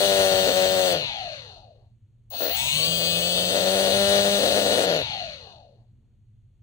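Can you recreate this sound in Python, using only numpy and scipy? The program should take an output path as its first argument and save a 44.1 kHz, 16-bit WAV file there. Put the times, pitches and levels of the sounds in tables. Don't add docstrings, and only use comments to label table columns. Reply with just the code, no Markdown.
import sys
import numpy as np
from scipy import signal
from scipy.fft import rfft, irfft, next_fast_len
from scipy.io import wavfile
from scipy.ndimage import uniform_filter1d

SR = 44100
rng = np.random.default_rng(int(sys.argv[2]) if len(sys.argv) > 2 else 0)


def file_out(sig):
    cols = np.atleast_2d(sig).T
    lim = np.clip(cols, -1, 1)
    pcm = np.round(lim * 32767).astype(np.int16)
    wavfile.write(sys.argv[1], SR, pcm)


def volts_from_decibels(level):
    exponent = np.asarray(level, float) / 20
    return 10 ** exponent


N = 291942
T = np.arange(N) / SR

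# start_s, upper_tone_db (relative), hiss_db (relative)
DRIVE = [
    [(0.0, -47.5, -41), (0.93, -44.5, -46.5)],
    [(2.303, -45.5, -60), (2.43, -35, -47), (2.53, -34.5, -53.5), (2.57, -41.5, -41), (2.76, -45.5, -41.5),
     (2.87, -41, -43), (3.68, -48, -44), (4.62, -48, -43.5), (4.86, -54, -49.5)],
]
# start_s, end_s
FULL_SWITCHING = [(0, .93), (2.565, 4.855)]
# start_s, end_s, looseness (0-1)
STRAYS = [(.465, .535, .5), (.94, 1.1, .2), (2.3, 2.75, .7), (2.75, 3.5, .1), (3.5, 3.6, .6),
          (3.6, 3.87, .04), (3.87, 3.92, .4), (4.4, 4.87, .65), (4.87, 5.1, .3)]


def evened(x, size=None):
    power = np.mean(x ** 2) if size is None else abs(uniform_filter1d(x ** 2, size))
    return x / np.sqrt(power + 1e-20)


def curve(rows, column=1):
    rows = np.array(rows)
    return np.interp(T, rows[:, 0], rows[:, column])


def spells(rows, size=265):
    on = sum(((T >= row[0]) & (T < row[1])) * (row[2] if len(row) > 2 else 1.) for row in rows)
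    return uniform_filter1d(on, size=size, mode="nearest")


def level(tables, column=1):
    on = spells([(rows[0][0], rows[-1][0]) for rows in tables], size=130)
    all_rows = sum(map(list, tables), [])
    return volts_from_decibels(curve(all_rows, column)) * on


def read(points, hz):
    f, value = np.transpose(points)
    return np.interp(np.log(hz + 1), np.log(f + 1), value)


def peaks(modes, hz):
    total = 0
    for k, (centre_hz, width_hz, db) in enumerate(modes):
        detune = (hz - centre_hz * centre_hz / (hz + 1e-9)) / width_hz
        total = total + (-1) ** k * volts_from_decibels(db) / (1 + 1j * detune)
    return total


def shaped(x, response):
    size = next_fast_len(N + 4096)
    return irfft(rfft(x, size) * response(np.fft.rfftfreq(size, 1 / SR)), size)[..., :N]


def wander(hz):
    return evened(shaped(rng.standard_normal(N), lambda f: 1 / (1 + (f / hz) ** 2)))


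def tone(cycles, waver_db=2.5, waver_hz=25, blur=.15):
    strength = np.sqrt(2) * volts_from_decibels(waver_db * wander(waver_hz))
    phase = 2 * np.pi * (cycles + rng.random()) + blur * wander(waver_hz)
    return strength * np.cos(phase)


def noise(own=.95):
    return evened(rng.standard_normal(N) + own * rng.standard_normal((2, N)))


def speed():
    # start_s, shaft_hz; the last row starts the coast
    shaft = [
        [(0, 197.3), (.22, 192.8), (.32, 189.3), (.55, 187), (.75, 187.6), (.85, 184), (.91, 178.5)],
        [(2.3, 0), (2.37, 11), (2.45, 69), (2.5, 98), (2.55, 117), (2.6, 130), (2.75, 152), (2.92, 168),
         (3.18, 170.2), (3.26, 173.4), (3.62, 184.6), (3.73, 191.8), (3.83, 193.6), (3.99, 198.3),
         (4.34, 200.8), (4.67, 201.2), (4.75, 199), (4.84, 190)],
    ]
    drag_even_hz, drag_per_s = 156.3, .8
    hz = np.zeros(N)
    for rows in shaft:
        cut_s, cut_hz = rows[-1]
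        angle = np.clip(np.arctan(cut_hz / drag_even_hz) - drag_per_s * (T - cut_s), 0, 1)
        coast = drag_even_hz * np.tan(angle)
        run = np.where(T < cut_s, curve(rows), coast)
        hz = np.where(T < rows[0][0], hz, run)
    return hz


def by_speed(rows, turns):
    return np.interp(np.gradient(turns) * SR, *np.transpose(rows))


def driven():
    return spells([(rows[0][0], rows[-1][0]) for rows in DRIVE], size=1) > 0


def background(turns):
    # freq_hz, density_db_per_hz (relative)
    air_spectrum = [(12, -43), (20, -19.5), (43, -3.5), (60, -13.5), (116, 2.5), (177, -38), (210, -14),
                    (248, -36), (660, -55.5), (3440, -50.5), (4810, -76.5), (6360, -53.5), (16000, -74.5)]
    # shaft_hz, level_db (relative)
    shudder_levels = [(0, -67), (50, -59.5), (100, -48.5), (150, -45), (200, -43.5)]
    air, boards = rng.standard_normal((2, 1, N)) + .28 * rng.standard_normal((2, 2, N))
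    air = shaped(air, lambda f: volts_from_decibels(read(air_spectrum, f)))
    shudder = shaped(boards, lambda f: peaks([(88.6, 110, 13.0), (66.5, 10, 1.5)], f) ** 2)
    shudder_gain = volts_from_decibels(by_speed(shudder_levels, turns) + 2.0 * wander(1))
    port_gain = volts_from_decibels([[1], [-1]])
    return volts_from_decibels(-55) * evened(air) + shudder_gain * evened(shudder) * port_gain


def shake(turns):
    # shaft_hz, level_db (before straying)
    shake_levels = [(95, -96), (125, -54), (150, -39), (167, -36), (178, -38.5), (188, -38.5), (200, -36)]
    gain = volts_from_decibels(by_speed(shake_levels, turns) - 5.4 * spells(STRAYS, size=1500))
    return gain * tone(turns, waver_db=2.0)


def hum(turns):
    # shaft_hz, level_db (while the base rests fully)
    hum_levels = [(0, -100), (14, -70), (35, -55), (62, -52), (76, -53), (88, -41), (100, -35.5),
                  (116, -38), (130, -43), (150, -47)]
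    hum_orders = [6.44, 7, 12.88, 15.03, 17.17, 19.32]
    order_db = [-7, 0, -5, -10, -4, -3]
    # start_s, end_s, share (0-1)
    resting = [(1.02, 2.0, 1), (2.315, 2.41, 1), (2.5, 2.68, 1), (2.68, 2.8, .55), (2.8, 3.4, .3),
               (5.02, 6.0, 1)]
    least_driven_db = -41
    drive = sum(volts_from_decibels(db) * tone(k * turns, waver_db=2.2, waver_hz=50, blur=.8)
                for k, db in zip(hum_orders, order_db))
    drive = drive + volts_from_decibels(6) * noise(own=.2)
    stand = shaped(drive, lambda f: peaks([(664, 266, 0)], f) ** 2 + peaks([(1600, 500, -22)], f))
    level_db = np.maximum(by_speed(hum_levels, turns), np.where(driven(), least_driven_db, -200))
    return volts_from_decibels(level_db + 0.5 * wander(8.6)) * spells(resting, size=900) * evened(stand, size=3000)


def controller(turns):
    # shaft_hz, pitch_hz
    switching = [(0, 7820), (26, 7790), (100, 7764), (130, 7751), (200, 7721)]
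    sidebands = [(1, 0), (1, 7), (1, -7), (1, 14), (1, 21), (1, .5), (1, -.5), (1, 1), (1, -1), (2, 0),
                 (2, -7), (2, -14), (2, -21), (2, .5), (2, -1), (2, 1), (2, -2)]
    sideband_db = [0, 0.5, -2, -15, -16, -13.5, -23, -13, -16.5, -1, -15.5, -24, -19.5, -17, -18, -12, -21]
    # freq_hz, density_db_per_hz (relative)
    hiss_spectrum = [(2940, -31.5), (5000, -5), (6600, 3), (7310, -14.5), (7450, -37.5), (8020, -1.5),
                     (8170, -2), (9280, -3.5), (11300, -18.5), (16000, -2)]
    switch = np.cumsum(by_speed(switching, turns)) / SR
    gates = {1: volts_from_decibels(-42.5) * spells(FULL_SWITCHING, size=100), 2: volts_from_decibels(3.0) * level(DRIVE)}
    tones = sum(gates[m] * volts_from_decibels(db) * tone(m * switch + k * turns, waver_db=1.2)
                for (m, k), db in zip(sidebands, sideband_db))
    hiss = evened(shaped(noise(), lambda f: volts_from_decibels(read(hiss_spectrum, f))))
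    return tones + volts_from_decibels(7.5) * level(DRIVE, column=2) * hiss


def whir(turns):
    # shaft_hz, level_db (of the sum, relative)
    whir_levels = [(0, -92.5), (55, -51.5), (85, -39), (145, -33), (183, -32.5), (195, -29.5)]
    # centre_hz, width_hz, level_db
    bell = [(1330, 390, -2.5), (1980, 280, -19), (2528, 34, 9), (2870, 140, 12), (3710, 510, 9.5),
            (4326, 230, 15.5), (6280, 360, -3), (9100, 950, -20.5), (14600, 1500, -38)]
    ball_db = [-14, -13, -3, 0, 1, -14, -2, -1, 2, -14, -18, -14, -20]
    pole_orders = [7, 14, 18.5, 21, 24.5]
    pole_db = [-8, -14, -7, -1, -8]
    # shaft_hz, level_db (before load)
    whine_levels = [(0, -10), (80, -7), (120, -4), (150, -1), (180, -1.5), (186, -6.5), (200, -4)]
    # freq_hz, gain_db
    whine_path = [(900, -14), (1500, -10), (2200, -4), (2800, 2), (4100, 0), (4700, -3), (5200, -18),
                  (7000, -28)]
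    balls_per_turn, ball_orders = 2.1468, range(5, 18)
    load_db, poles_coasting_db = 3, -6
    driven_db, kick_db, kick_s, rise_s = -31, -25, 2.303, .03
    give, give_db = .9, -2.5

    throb = np.cos(2 * np.pi * turns)
    rush = (1 + 0.14 * throb + 0.058 * wander(46)) * noise()
    rush = evened(shaped(rush, lambda f: abs(peaks(bell, f)) + abs(peaks([(2310, 880, -25)], f))))

    balls = sum(volts_from_decibels(db) * tone(k * balls_per_turn * turns, waver_db=1.3, blur=.25)
                for k, db in zip(ball_orders, ball_db))
    poles = sum(volts_from_decibels(db) * tone(k * turns, waver_db=1.8, blur=.3) for k, db in zip(pole_orders, pole_db))
    load = spells(FULL_SWITCHING, size=4000)
    clear_db = by_speed(whine_levels, turns) + load_db * load
    whine = balls + volts_from_decibels(poles_coasting_db * (1 - load)) * poles
    whine *= (1 + .4 * throb) * volts_from_decibels(clear_db)
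    whine = shaped(whine, lambda f: volts_from_decibels(read(whine_path, f)) * (1 + peaks([(4480, 60, 6)], f)))

    least_db = driven_db + kick_db * np.exp(-abs(T - kick_s) / rise_s)
    level_db = np.maximum(by_speed(whir_levels, turns), np.where(driven(), least_db, -200))
    rush_gain = volts_from_decibels(-1.5 - give * np.maximum(clear_db - give_db, 0))
    return volts_from_decibels(level_db + .7 * wander(8)) * (rush_gain * rush + volts_from_decibels(-7) * whine)


def knocks(turns):
    # start_s, level_db
    knock_levels = [
        [(0.0, -21.5), (0.33, -20.5), (0.53, -25.5), (0.57, -22), (0.95, -24.5), (1.06, -45)],
        [(2.395, -82), (2.409, -28), (2.501, -33), (2.53, -42)],
        [(2.74, -54.5), (2.8, -36.5), (3.47, -31), (3.55, -25), (3.6, -26), (3.87, -23.5), (4.23, -23),
         (4.7, -23), (4.96, -24.5), (5.03, -32)],
    ]
    # centre_hz, width_hz, level_db
    base = [(282, 120, -6.5), (377.5, 23, -1.5), (531, 169, 3.5), (693, 217, -0.5), (840, 44, -7.5),
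            (1430, 84, -12.5), (1760, 247, -13)]
    # freq_hz, density_db_per_hz (relative)
    clack_spectrum = [(530, -37), (900, -14.5), (1620, -9.5), (1770, -25.5), (2270, -10.5), (2830, -1.5),
                      (4250, -4), (5040, -9), (6800, -8), (7400, -40), (16000, -33.5)]
    # start_s, end_s, alternation (0-1)
    even = [(0, .94, .8), (3.92, 4.39, .45)]
    steady_looseness, chatter_hz, chatter_decay_s = .035, 130, .0046
    beat = turns + np.cumsum(np.maximum(chatter_hz - np.gradient(turns) * SR, 0)) / SR
    at = np.flatnonzero(np.diff(np.floor(beat)))
    chance = rng.standard_normal((len(at), 2))
    loose = steady_looseness + spells(STRAYS, size=1500)[at]
    alternation = 1 - spells([(a, b, 1 - c) for a, b, c in even])[at]
    odd = alternation * (np.arange(len(at)) % 2)
    shift = np.gradient(at) * (.04 * odd + .45 * loose * chance[:, 0])
    at = np.clip(at + shift, 0, N - 1).astype(int)
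    blows = np.zeros(N)
    np.add.at(blows, at, volts_from_decibels(-4.5 * odd + 1.8 * loose * chance[:, 1]))
    ring = shaped(blows, lambda f: peaks(base, f) / (1 + (210 / (f + 1)) ** 4))
    chatter = signal.lfilter([1], [1, -np.exp(-1 / (chatter_decay_s * SR))], blows) * noise()
    clack = shaped(chatter, lambda f: volts_from_decibels(read(clack_spectrum, f)))
    gain = level(knock_levels) * volts_from_decibels(1.1 * wander(17))
    return gain * (evened(ring, size=4000) + volts_from_decibels(-12.0) * evened(clack))


def room(x):
    length, decay_60db_s = 12000, .29
    taps = np.zeros((2, length))
    at = np.arange(120, 11980, 20) + rng.integers(0, 20, (2, 593))
    np.put_along_axis(taps, at, rng.choice([-1., 1.], at.shape), axis=1)
    taps *= volts_from_decibels(-60 * np.arange(length) / SR / decay_60db_s)
    thin = shaped(x, lambda f: 1 / (1 + (550 / (f + 1)) ** 2))
    return signal.fftconvolve(thin[None], taps / np.linalg.norm(taps[0]), axes=1)[:, :N]


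def scene():
    # freq_hz, left_over_right_db
    left_db = [(60, 2), (200, 2), (380, 5.5), (700, 6), (1290, 7), (2380, 8), (4400, 8.5), (8120, 6.5),
               (15000, 12.5)]
    # freq_hz, left_lead_rad
    left_lead = [(0, 0), (700, .8), (1640, 2.4), (3010, 3.5), (4050, 4.2), (6460, 4.7), (9040, 11),
                 (15400, 20)]
    turns = np.cumsum(speed()) / SR
    motor = shake(turns) + hum(turns) + controller(turns) + whir(turns) + knocks(turns)
    heard = motor + volts_from_decibels(-9) * room(motor.mean(axis=0))
    side = np.array([[.5], [-.5]])
    lead = np.transpose(left_lead)
    ports = shaped(heard, lambda f: volts_from_decibels(side * read(left_db, f)) * np.exp(1j * side * np.interp(f, *lead)))
    return ports + background(turns)


def low_pass(x):
    return signal.sosfilt(signal.butter(12, 16760, fs=SR, output="sos"), x)


def record(dry):
    edge = signal.firwin(801, 15760, window=("kaiser", 9), fs=SR)
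    mix = signal.oaconvolve(dry, edge[None], "same")
    return low_pass(mix)


dry = scene()
out = record(dry)
file_out(out)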